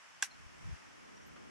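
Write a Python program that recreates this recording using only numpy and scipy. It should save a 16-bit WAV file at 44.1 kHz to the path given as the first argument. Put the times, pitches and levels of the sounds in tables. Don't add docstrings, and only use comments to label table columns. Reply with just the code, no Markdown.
import sys
import numpy as np
from scipy import signal
from scipy.fft import rfft, irfft, next_fast_len
from scipy.io import wavfile

SR = 44100
rng = np.random.default_rng(int(sys.argv[2]) if len(sys.argv) > 2 else 0)


def dump_mix(stems):
    frames = np.atleast_2d(stems).T
    limited = np.clip(frames, -1, 1)
    pcm = np.round(limited * 32767).astype(np.int16)
    wavfile.write(sys.argv[1], SR, pcm)


N = 66150

# (frequency [Hz], relative density [dB])
HISS_SPECTRUM = [(180, -46), (300, -20), (503, -10.5), (572, -9), (620, -7), (898, -2.5), (1020, -1),
                 (1890, -1), (2080, -2), (3010, -6), (4030, -15.5), (5560, -8.5), (10800, -24.5),
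                 (12500, -33.5), (14200, -39)]
# (time [s], level [dB])
HISS_LEVEL = [(0, -58), (.45, -58.5), (.54, -58.5), (.74, -56), (.85, -58), (1.1, -59), (1.5, -59.5)]
# (frequency [Hz], relative density [dB])
RUMBLE_SPECTRUM = [(20, -12), (45, -6), (75, 1), (100, -5), (145, -2), (195, -6), (300, -29), (800, -62)]
FLUTTER_SPECTRUM = [(40, -38), (130, -2.5), (230, 3), (400, -1.5), (800, -10), (1600, -12.5), (4000, -46)]
# (time [s], level [dB])
RUMBLE_LEVEL = [(0, -79), (.33, -70), (.375, -60), (.43, -60), (.47, -63), (.505, -62), (.57, -62),
                (.62, -53.5), (.66, -46.5), (.692, -49.5), (.74, -47), (.78, -66.5), (1.19, -67.5),
                (1.24, -58), (1.28, -61.5), (1.315, -56), (1.36, -62.5), (1.49, -63)]
FLUTTER_LEVEL = [(0, -76.5), (.3, -65), (.55, -62), (.7, -58), (.8, -63.5), (1.1, -57), (1.3, -57),
                 (1.45, -54.5)]
# (frequency [Hz], level [dB], t60 [s])
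SNAP_MODES = [(1970, -21.5, 0.0051), (3210, -20, 0.0028), (5530, -19, 0.0029)]
# (frequency [Hz], level [dB], t60 [s], left minus right [dB])
BODY_MODES = [(802, -47, 0.075, 1), (1080, -39.5, 0.035, -4), (1612, -24, 0.017, -4.5),
              (2070, -37.5, 0.0091, -2), (2435, -37, 0.012, -2), (2730, -35, 0.028, 0),
              (3406, -34, 0.0044, -2), (3970, -49, 0.0067, 0), (4400, -45, .008, 0), (5020, -43, .005, 0),
              (5630, -51, 0.0076, -7), (5920, -36.5, 0.0061, -8), (6600, -36, 0.0045, -13),
              (7180, -35, 0.0059, 4), (7540, -32.5, 0.0052, -13), (8000, -33.5, 0.0039, 12.5),
              (9080, -45, .006, 5), (9810, -42, 0.0076, 10)]
# (time [s], level [dB])
CONTACTS = [(0.2245, -24), (0.226, -30.5), (0.2276, -27.5)]
# (frequency [Hz], relative density [dB])
CRACK_SPECTRUM = [(100, -33), (450, -11), (900, -10), (2500, 4), (4200, -3), (6000, 6.5), (8000, -2),
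                  (10500, -2), (12500, -8), (15000, -46)]
# (frequency [Hz], relative density [dB])
SCATTER_SPECTRUM = [(100, -28), (450, -23), (800, -8), (1150, -7.5), (1600, 4), (2100, 2.5), (2700, 3),
                    (3200, -4.5), (4700, -2), (5900, 7.5), (6700, -2.5), (7800, -1.5), (10000, -5),
                    (12500, -6), (14000, -24)]
# (time [s], length [s], starting pitch [Hz], level [dB])
CHIRPS = [(.302, .028, 4230, -58), (.331, .022, 4220, -64), (1.154, .034, 5760, -63.5),
          (1.202, .044, 5720, -66.5)]
# (time [s], pitch [Hz], left level [dB], right level [dB])
THUDS = [(0.401, 95, -52.5, -50.5), (.468, 69.5, -45, -50), (0.656, 95, -36.5, -39),
         (.668, 89, -38.5, -39.5), (.696, 145, -39, -44), (0.717, 70, -37.5, -39.5), (0.73, 88, -33.5, -43),
         (.746, 84.4, -41.5, -45)]
# (time [s], level [dB])
RUSTLES = [(1.086, -54.5), (1.255, -65), (1.361, -51)]
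# (frequency [Hz], relative density [dB])
RUSTLE_SPECTRUM = [(300, -9), (700, -4), (1400, 1), (2200, -7), (4000, -17), (10000, -40)]

CLICK_S, CRACK_RISE_S = 0.2245, 0.000093
PORT_LAG_S = 0.000022
DRIVE_S, FIRST_SHARE = 0.0034, 0.31
SCATTER_S, SCATTER_REACH_S = 0.2226, 0.046


def amp(db):
    return 10 ** (np.asarray(db) / 20)


def unit(x):
    return x / np.sqrt(np.mean(x ** 2) + 1e-20)


def since(start):
    return np.maximum(np.arange(N) / SR - start, 0)


def level(rows):
    return amp(np.interp(np.arange(N) / SR, *np.transpose(rows)))


def filtered(x, response):
    size = next_fast_len(N + 8192)
    return irfft(rfft(x, size) * response(np.fft.rfftfreq(size, 1 / SR)), size)[..., :N]


def noise(spectrum, alike):
    points_hz, db = np.transpose(spectrum)
    white = rng.standard_normal((2, N))
    mid, side = filtered(white, lambda hz: amp(np.interp(np.log(hz + 1), np.log(points_hz + 1), db)))
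    turn = np.arccos(alike) / 2
    mid, side = np.cos(turn) * mid, np.sin(turn) * side
    return unit(np.array([mid + side, mid - side]))


def decay(t, rise_s, t60_s):
    return (1 - np.exp(-t / rise_s)) * np.exp(-np.log(1000) * t / t60_s)


def call(start_s, length_s, from_hz, to_hz, db):
    progress = np.clip(since(start_s) / length_s, 0, 1)
    pitch_hz = from_hz * (to_hz / from_hz) ** progress
    swell = amp(db) * np.sin(np.pi * progress) ** 2
    rasp = 1 + 0.35 * unit(filtered(rng.standard_normal(N), lambda hz: hz < 260))
    return swell * rasp * np.sin(2 * np.pi * np.cumsum(pitch_hz) / SR)


def hiss():
    return level(HISS_LEVEL) * noise(HISS_SPECTRUM, alike=0.0032)


def wind():
    rumble = level(RUMBLE_LEVEL) * noise(RUMBLE_SPECTRUM, alike=-0.89)
    flutter = level(FLUTTER_LEVEL) * noise(FLUTTER_SPECTRUM, alike=-0.89)
    return rumble + flutter


def click():
    out = np.zeros((2, N))
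    t = np.array([since(CLICK_S + PORT_LAG_S), since(CLICK_S)])
    for hz, db, t60 in SNAP_MODES:
        out += amp(db) * decay(t, rise_s=0.00066, t60_s=t60) * np.sin(2 * np.pi * hz * t)
    onset = 1 - np.exp(-t / 0.00025)
    for hz, db, t60, pan_db in BODY_MODES:
        rate = np.log(1000) / t60
        build = (1 - np.exp(-rate * np.minimum(t, DRIVE_S))) / (1 - np.exp(-rate * DRIVE_S))
        swell = FIRST_SHARE * onset + (1 - FIRST_SHARE) * build
        fall = np.exp(-rate * np.maximum(t - DRIVE_S, 0))
        port_gains = amp(db + np.array([[pan_db], [-pan_db]]) / 2)
        out += port_gains * swell * fall * np.sin(2 * np.pi * hz * t)
    for start, db in CONTACTS:
        crack = noise(CRACK_SPECTRUM, alike=0.22)
        out += amp(db) * decay(since(start), CRACK_RISE_S, t60_s=0.0051) * crack
    return out


def brush():
    t = since(SCATTER_S)
    t60_s, alike = 0.12, 0.27
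    beyond = np.exp(-np.log(1000) * np.maximum(t - SCATTER_REACH_S, 0) / t60_s)
    tail = amp(-31) * decay(t, rise_s=0.0044, t60_s=t60_s) * beyond * noise(SCATTER_SPECTRUM, alike)
    bright = filtered(noise(CRACK_SPECTRUM, alike), lambda hz: hz > 5000)
    echo = amp(-38) * decay(since(0.2445), CRACK_RISE_S, t60_s=0.013) * bright
    return tail + echo


def insects():
    return sum(call(start, length, hz, 0.98 * hz, db) for start, length, hz, db in CHIRPS)


def thuds(width_s=0.0072):
    out = np.zeros((2, N))
    for peak_s, hz, left_db, right_db in THUDS:
        t = np.arange(N) / SR - peak_s
        puff = np.cos(2 * np.pi * hz * t) * np.exp(-(t / width_s) ** 2)
        out += np.outer([amp(left_db), -amp(right_db)], puff)
    return out


def rustles():
    bursts = sum(amp(db) * decay(since(start), rise_s=0.0033, t60_s=0.081) for start, db in RUSTLES)
    return bursts * noise(RUSTLE_SPECTRUM, alike=0.54)


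def squeak():
    return call(start_s=1.25, length_s=0.046, from_hz=14150, to_hz=11250, db=-72)


def scene():
    click_band = signal.butter(3, [524, 11400], "band", fs=SR, output="sos")
    close_click = signal.sosfilt(click_band, click() + brush())
    return hiss() + wind() + close_click + insects() + thuds() + rustles() + squeak()


def record(dry):
    return filtered(dry, lambda hz: hz < 14300)


dry = scene()
out = record(dry)
dump_mix(out)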